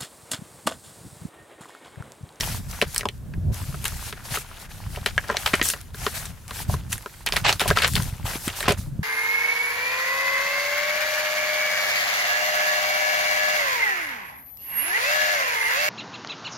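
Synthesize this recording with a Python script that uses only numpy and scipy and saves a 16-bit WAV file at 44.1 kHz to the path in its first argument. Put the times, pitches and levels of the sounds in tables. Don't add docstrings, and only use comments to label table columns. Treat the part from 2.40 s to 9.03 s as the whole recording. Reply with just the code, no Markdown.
import sys
import numpy as np
from scipy import signal
from scipy.fft import rfft, irfft, next_fast_len
from scipy.io import wavfile
from scipy.ndimage import uniform_filter1d

SR = 44100
rng = np.random.default_rng(int(sys.argv[2]) if len(sys.argv) > 2 else 0)


def output_pcm(signal):
    pcm = np.clip(np.atleast_2d(signal).T, -1, 1) * 32767
    wavfile.write(sys.argv[1], SR, np.round(pcm).astype(np.int16))


N = 292383

# frequency in Hz, relative density in dB per Hz.
QUIET_SPECTRUM = [(15, -15), (30, 0), (120, -1), (250, -13), (600, -20), (1600, -21), (2200, -27),
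                  (5000, -30), (11000, -29), (15800, -33)]
QUIET_DB = -51.5

# frequency in Hz, relative density in dB per Hz.
RUMBLE_SPECTRUM = [(18, -13), (30, 7), (92, 5.5), (144, 1), (250, -13), (400, -27), (600, -28), (1000, -40),
                   (1600, -84)]
# time of the peak in seconds, level in dB before the deep part is
# adjusted, build-up in seconds per 20 dB, dying away in seconds per 20 dB.
GUSTS = [(0, -28.5, .2, 1), (1.11, -20.5, 0.36, 0.038), (1.3, -32, 0.56, 0.96), (1.53, -48, .3, 0.13),
         (1.92, -32, 0.12, 0.11), (2.55, -35, 0.56, 0.31), (2.73, -36, 0.19, 1), (3.15, -36, 0.045, 0.34),
         (3.66, -37.5, .4, 0.33), (3.9, -34.5, 0.43, 0.11), (4.32, -26, 0.19, 0.2),
         (4.56, -35, 0.54, 0.049), (5.01, -27.5, 0.17, 0.21), (5.31, -18, 0.083, 0.13),
         (5.6, -20, 0.23, 0.096), (5.88, -36.5, 0.95, 0.62), (6.3, -29.5, 0.071, 1), (6.63, -31, 0.47, .4)]
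DEEP_HZ, DEEP_LAG = 69.6, 0.39

# start in seconds, level in dB before the pulse shape, pitch in Hz.
THUMPS = [(0.98, -17.5, 79), (1.056, -27, 99), (1.091, -29, 110), (3.137, -14.5, 260), (3.215, -16.5, 336),
          (4.29, -16, 109), (5.31, -32, 102), (5.543, -18, 119), (5.596, -21, 130), (5.683, -24, 81.5),
          (5.727, -21.5, 92), (5.843, -19.5, 89.5), (5.956, -24.5, 273), (6.076, -18.5, 248),
          (6.282, -13, 234), (6.301, -15, 144), (6.592, -15.5, 137)]

# frequency in Hz, likeness from 0 to 1.
LIKENESS = [(30, 0.99), (90, 0.81), (170, 0.55), (400, 0.61), (1000, 0.68), (4000, 0.65), (12000, 0.55)]
# time in seconds, left minus right in dB.
PLACE = [(0.0, 1.5), (4.15, 2), (4.97, -1.5), (5.61, 4), (6.63, -2.5)]

# frequency in Hz, relative density in dB per Hz.
HISS_SPECTRUM = [(1500, -14), (3500, -1), (5500, 1), (7500, 1), (9300, 1), (11000, 2), (13000, -0.5),
                 (15800, -7)]
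# frequency in Hz,
# relative density in dB per Hz.
SCRAPE_SPECTRUM = [(150, -27), (350, 0), (800, 9), (1100, 5.5), (1450, 10), (2050, 8), (2750, 7.5),
                   (4500, 1.5), (8000, -9.5), (16000, -73)]
# start in seconds, length in seconds,
# hiss of edges in dB, scrape of bending in dB (both mid-slide, before smoothing and flutter),
# swell from start to end in dB.
SLIDES = [(0, 0.18, -35.5, -40.5, -5), (0.19, 0.58, -55.5, -60.5, -10.5), (0.289, 0.13, -43.5, -46.5, -1),
          (0.472, 0.13, -42, -49, 10), (1.125, 0.45, -46.5, -50.5, -7.5), (1.419, .28, -42, -47.5, 6.5),
          (1.846, 0.17, -41.5, -45.5, 4), (1.905, 0.052, -34, -37, 10.5), (1.67, 0.59, -53, -49.5, 2),
          (2.196, 0.027, -46, -51, 7), (2.296, 0.37, -52, -52.5, -6), (2.5, 0.062, -47, -51, 6),
          (2.575, 0.28, -51, -52.5, 6), (2.87, 0.15, -49, -41, -2), (2.98, 0.22, -40, -43.5, -3),
          (3.232, 0.091, -27.5, -45.5, -4), (3.327, 0.18, -53.5, -53, -16.5),
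          (3.539, 0.12, -42.5, -46.5, 13), (3.66, 0.074, -40, -42.5, -1),
          (3.747, 0.16, -40.5, -44.5, -16.5), (3.905, 0.84, -58, -58, -2), (4.087, 0.16, -50.5, -53, -11),
          (4.136, 0.088, -37.5, -44.5, 5.5), (4.286, 0.054, -38.5, -45.5, 5.5),
          (4.246, 0.15, -55.5, -53, 9), (4.501, 0.019, -40, -47, -3), (4.543, 0.29, -52, -57.5, 1),
          (4.862, 0.4, -48.5, -52.5, -1), (5.049, 0.034, -67, -22.5, -3), (5.083, 0.034, -33, -23.5, -9),
          (5.217, 0.15, -44, -39, -8), (5.361, 0.057, -37.5, -31.5, -2), (5.428, 0.026, -39, -21, -1.5),
          (5.466, 0.089, -35.5, -60, 1), (5.555, 0.14, -39, -45, -7.5), (5.681, 0.17, -51.5, -50.5, -7),
          (5.854, 0.11, -36, -37, -1.5), (5.955, 0.12, -40, -47, 10.5), (6.068, 0.15, -45, -40.5, -4),
          (6.161, 0.073, -35, -47, -2), (6.235, 0.089, -52, -36, -5), (6.377, 0.12, -49, -58.5, -21)]
SLIDE_EDGE_S, SLIDE_TAIL_DB_PER_S = 0.018, -700.0
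# start in seconds, hiss in dB, scrape in dB
FLAPS = [(0.417, -38, -29.5), (1.451, -27.5, -31.5), (2.659, -33, -27), (3.059, -29.5, -22.5),
         (3.138, -36, -26), (4.521, -29, -35), (4.862, -36, -29), (4.928, -31.5, -31), (4.963, -29, -27),
         (5.125, -32, -36), (5.202, -28, -22), (5.28, -24.5, -28), (5.558, -34, -30.5), (6.281, -26, -20.5)]
FLAP_RISE_S, SETTLE_DB_PER_S = 0.0013, -380.0
BRIGHTEN, BRIGHT_HZ = 0.22, 1980

# start in seconds, peak level in dB before placing and clipping,
# ring in Hz, crack setting in dB (offset below), 60 dB decay in seconds (never under 0.004).
SNAPS = [(0.008, -11, 4500, -30, 0.014), (0.034, -19, 2800, -2, 0.014), (0.4151, -5, 3050, -14, 0.0055),
         (0.423, -12, 564, -7, 0.013), (0.562, -9.5, 2600, 9.5, 0.0018), (0.58, -6, 10600, 34, 0.0096),
         (0.593, -24, 1260, -3, 0.03), (0.609, -19.5, 1660, -21, 0.01), (0.632, -23.5, 1200, -48, 0.0056),
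         (0.6545, -12, 626, -23, 0.012), (0.6875, -14.5, 2900, -16, 0.01), (0.937, -32.5, 1630, -69, 0.015),
         (1.342, -28.5, 1260, -66, 0.023), (1.442, -16.5, 1120, 7, 0.011), (1.454, -12, 2520, 4, 0.029),
         (1.726, -22.5, 1440, -13, 0.035), (1.972, -18, 1040, -30, 0.014), (2.56, -24.5, 2500, -17, 0.026),
         (2.572, -25, 636, -37, 0.017), (2.661, -7, 2010, -3.5, 0.015), (2.779, -10.5, 2550, -25, 0.0091),
         (2.839, -30, 1480, -60, 0.054), (2.892, -20, 1030, -62, 0.028), (2.899, -12, 1066, -59, 0.021),
         (2.919, -24.5, 980, -61, 0.055), (2.946, -19.5, 624, -57, 0.0099),
         (2.969, -7.5, 4300, -16, 0.0099), (3.062, -14, 2670, -22, 0.036), (3.134, -13.5, 1480, -38, 0.029),
         (3.138, -7, 1920, -52, 0.012), (3.142, -12.5, 2200, -43, 0.01), (3.153, -16.5, 7300, 4, 0.033),
         (3.196, -19, 1220, -55, 0.011), (3.214, -7.5, 2300, -40, 0.019), (3.227, -12.5, 6300, -8, 0.022),
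         (3.255, -11.5, 8790, 13, 0.02), (3.287, -13, 2700, 20, 0.037), (3.301, -12, 7500, 2, 0.038),
         (3.336, -18, 1240, -20.5, 0.025), (3.545, -29.5, 1300, -12, 0.0074),
         (3.665, -11, 1380, -25, 0.022), (3.855, -24, 6600, -1, 0.074), (4.108, -22.5, 1340, -12, 0.038),
         (4.297, -21, 655, -61, 0.006), (4.34, -19.5, 930, -47, 0.013), (4.52, -20, 10000, 20, 0.013),
         (4.528, -9, 9800, 3.5, 0.056), (4.58, -24.5, 11000, 12, 0.0079), (4.66, -21.5, 1230, -54, 0.0078),
         (4.864, -15.5, 3520, -7, 0.017), (4.87, -14.5, 2700, -56, 0.027), (4.888, -16, 2400, 0, 0.0048),
         (4.923, -9, 2360, -15, 0.0076), (4.936, -21, 850, -16, 0.023), (4.961, -12.5, 2450, -22, 0.0073),
         (4.966, -7.5, 1760, -1, 0.019), (5.048, -19, 1615, -34, 0.035), (5.066, -15, 2070, -19, 0.023),
         (5.127, -7.5, 4520, -16, 0.0073), (5.196, -11, 3850, 1, 0.015), (5.213, -11.5, 1500, -7, 0.03),
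         (5.257, -16.5, 755, -53, 0.024), (5.278, -10, 10900, 10, 0.018), (5.303, -10, 1200, -14, 0.0067),
         (5.31, -7, 1316, -66, 0.012), (5.372, -10.5, 1400, -18, 0.022), (5.386, -10, 2380, -11, 0.02),
         (5.4205, -9, 2500, -4, 0.025), (5.434, -17, 1540, -9, 0.02), (5.478, -12, 10500, -30, 0.0083),
         (5.483, -16, 4430, 6, 0.0066), (5.536, -17.5, 8900, 11, 0.011), (5.554, -9, 3690, -12, 0.015),
         (5.564, -13.5, 2560, -10, 0.027), (5.6, -23, 1250, -34, 0.014), (6.079, -14, 1690, 2, 0.032),
         (6.1, -24.5, 2400, -38, 0.014), (6.205, -15.5, 1430, -3, 0.029), (6.228, -16, 1740, -4, 0.035),
         (6.256, -22, 1470, -21, 0.0091), (6.279, -9.5, 820, -57, 0.025), (6.29, -15, 550, -19, 0.032),
         (6.307, -11, 497, -9, 0.0037), (6.32, -15, 485, 6, 0.049)]
# start in seconds, starting level in dB before placing
# and clipping, pitch in Hz, 60 dB decay in seconds.
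PINGS = [(2.779, -8, 1690, 0.019), (5.372, -11.5, 1345, 0.029)]


def gain_of(db):
    return 10 ** (np.asarray(db) / 20)


def evened(x):
    return x / np.sqrt(np.mean(x ** 2) + 1e-20)


def curve(rows):
    return np.interp(np.arange(N) / SR, *np.transpose(rows))


def read(points, hz):
    f, value = np.transpose(points)
    return np.interp(np.log(hz + 1), np.log(f + 1), value)


def coloured(pair, points):
    n = next_fast_len(N, True)
    hz = np.fft.rfftfreq(n, 1 / SR)
    a, b = rfft(pair, n)
    same = read(LIKENESS, hz)
    stereo = np.array([a, same * a + np.sqrt(1 - same ** 2) * b])
    return evened(irfft(stereo * gain_of(read(points, hz)), n)[:, :N])


def low_part(x, hz):
    return signal.sosfiltfilt(signal.butter(2, hz, fs=SR, output="sos"), x)


def band(x, lo_hz, hi_hz):
    y = signal.sosfilt(signal.butter(2, [lo_hz, hi_hz], "band", fs=SR, output="sos"), x)
    return y / abs(y).max()


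def wander(ms):
    n = round(ms * SR / 1000)
    return evened(uniform_filter1d(uniform_filter1d(rng.standard_normal(N), n), n))


def quiet():
    return gain_of(QUIET_DB) * coloured(rng.standard_normal((2, N)), QUIET_SPECTRUM)


def buffet():
    lumps = rng.standard_normal((2, N)) * gain_of(2.6 * wander(ms=14))
    t = np.arange(0, N / SR + 0.01, 0.005)
    power = np.zeros(len(t))
    for s, db, up, down in GUSTS:
        drop_db = 20 * np.maximum((s - t) / up, (t - s) / down)
        power += gain_of(db - drop_db) ** 2
    level_db = curve(np.transpose([t, 10 * np.log10(power)]))
    rumble = coloured(lumps, RUMBLE_SPECTRUM)
    deep = low_part(rumble, DEEP_HZ)
    lagging = deep * gain_of(-DEEP_LAG * (level_db + 47.0))
    return gain_of(level_db) * (rumble - deep + lagging)


def thumps(cycles=1.39):
    out = np.zeros(N + 4000)
    for s, db, hz in THUMPS:
        u = np.arange(round(cycles / hz * SR)) / SR * hz
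        pulse = np.sin(2 * np.pi * u) * np.sin(np.pi * np.sqrt(u / cycles))
        out[round(s * SR):][:len(u)] += gain_of(db) * pulse
    return out[:N]


def cabin(x, t60=0.052):
    t = np.arange(6000) / SR
    signs = rng.choice([-1., 1.], (2, len(t)))
    taps = signs * (rng.random((2, len(t))) < 0.2) * (t > 0.0015)
    shared = (taps + 0.43 * taps[::-1]) * gain_of(-60 * t / t60)
    shared = signal.lfilter([1], [1, -0.7], shared)
    shared /= np.linalg.norm(shared, axis=1)[:, None]
    return signal.oaconvolve(x[None], shared, axes=1)[:, :N]


def patchy(x, patchy_db):
    z = signal.stft(x, nperseg=256, noverlap=192)[2]
    hills = uniform_filter1d(rng.standard_normal(z.shape[1:]), size=5, axis=0)
    hills = uniform_filter1d(uniform_filter1d(hills, size=25, axis=1), size=25, axis=1)
    y = signal.istft(z * gain_of(patchy_db * evened(hills)), nperseg=256, noverlap=192)[1]
    return evened(y[:, :N])


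def friction(points, per_s, spread_db, grain_db, patchy_db):
    sizes = gain_of(spread_db * np.minimum(rng.exponential(1, N), 5))
    slips = sizes * (rng.random(N) < per_s / SR)
    slips = signal.lfilter([1], [1, -0.98], slips)
    drive = rng.standard_normal((2, N)) * (1 + gain_of(grain_db) * evened(slips))
    return patchy(coloured(drive, points), patchy_db)


def crackle(per_s, spread_db, cycles, count=14):
    out = np.zeros(N)
    for hz in np.geomspace(900, 8000, count):
        u = np.arange(round(3 * cycles / hz * SR)) / SR * hz
        grain = np.sin(2 * np.pi * u) * np.exp(-u / cycles)
        sizes = gain_of(spread_db * np.minimum(rng.exponential(1, N), 4))
        pops = sizes * (rng.random(N) < per_s / count / SR)
        out += signal.oaconvolve(pops, grain)[:N]
    return evened(out)


def add(power, s, levels_db, shape):
    part = power[:, round(s * SR):][:, :len(shape)]
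    part += (gain_of(levels_db)[:, None] * shape[:part.shape[1]]) ** 2


def slides():
    power = np.zeros((2, N))
    for s, length, *levels_db, swell_db in SLIDES:
        t = np.arange(round(length * SR) + 6000) / SR
        shape_db = swell_db * (np.minimum(t / length, 1) - 0.5)
        shape_db += SLIDE_TAIL_DB_PER_S * np.maximum(t - length, 0)
        add(power, s, levels_db, gain_of(shape_db))
    return uniform_filter1d(np.sqrt(power), size=round(SLIDE_EDGE_S * SR))


def flaps():
    t, power = np.arange(8000) / SR, np.zeros((2, N))
    shape = np.minimum(t / FLAP_RISE_S, 1) * gain_of(SETTLE_DB_PER_S * t)
    for s, *levels_db in FLAPS:
        add(power, s, levels_db, shape)
    return np.sqrt(power)


def sheets():
    hiss = friction(HISS_SPECTRUM, per_s=130, spread_db=9.5, grain_db=-10.0, patchy_db=1.5)
    scrape = friction(SCRAPE_SPECTRUM, per_s=600, spread_db=2.5, grain_db=-6.0, patchy_db=1.5)
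    scrape *= gain_of(2.3 * wander(ms=6.6))
    pops = crackle(per_s=500, spread_db=6.0, cycles=1.5)
    hiss_level, scrape_level = np.hypot(slides(), flaps())
    dull = low_part(scrape, BRIGHT_HZ)
    bright = (scrape_level / gain_of(-36.5)) ** BRIGHTEN
    bending = (dull + bright * (scrape - dull)) * scrape_level
    creases = gain_of(-13.0) * pops * scrape_level ** 0.82
    return hiss * hiss_level + bending + creases


def pings():
    t, out = np.arange(3000) / SR, np.zeros(N)
    for s, db, hz, t60 in PINGS:
        out[round(s * SR):][:len(t)] += gain_of(db - 60 * t / t60) * np.sin(2 * np.pi * hz * t)
    return out


def snaps():
    t, out = np.arange(3000) / SR, np.zeros(N + 3000)
    noises = rng.standard_normal((len(SNAPS), len(t)))
    for (s, db, hz, crack_db, t60), noise in zip(SNAPS, noises):
        rise = np.minimum(t * hz / 0.8, 1)
        burst = noise * gain_of(-60 * t / max(t60, 0.004)) * rise
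        ring = band(burst, hz * 0.73, hz * 1.373)
        thud = band(burst, 266, 874)
        body = band(burst * gain_of(-2500. * t), 1240, 4670)
        crack = band(burst * gain_of(-1500. * t), 5200, 10600)
        snap = ring + gain_of(crack_db / 3 + 9.0) * body
        snap += gain_of(1.0 - 6.1 * np.log2(hz / 600)) * thud
        snap += gain_of(crack_db + 6.0) * crack
        out[round(s * SR):][:len(t)] += gain_of(db) * snap / abs(snap).max()
    return out[:N]


def scene():
    sharp = snaps() + pings()
    side = gain_of(np.outer([0.5, -0.5], curve(PLACE)))
    paper = side * (sharp + sheets())
    reflections = gain_of(-10.0) * cabin(sharp)
    return paper + reflections + thumps() + buffet() + quiet()


def record(dry):
    clipped = 1.066 * np.tanh(dry / 0.82)
    limit = signal.firwin(511, 15900, window=("kaiser", 9), fs=SR)
    return signal.oaconvolve(clipped, limit[None], "same")


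dry = scene()
out = record(dry)
output_pcm(out)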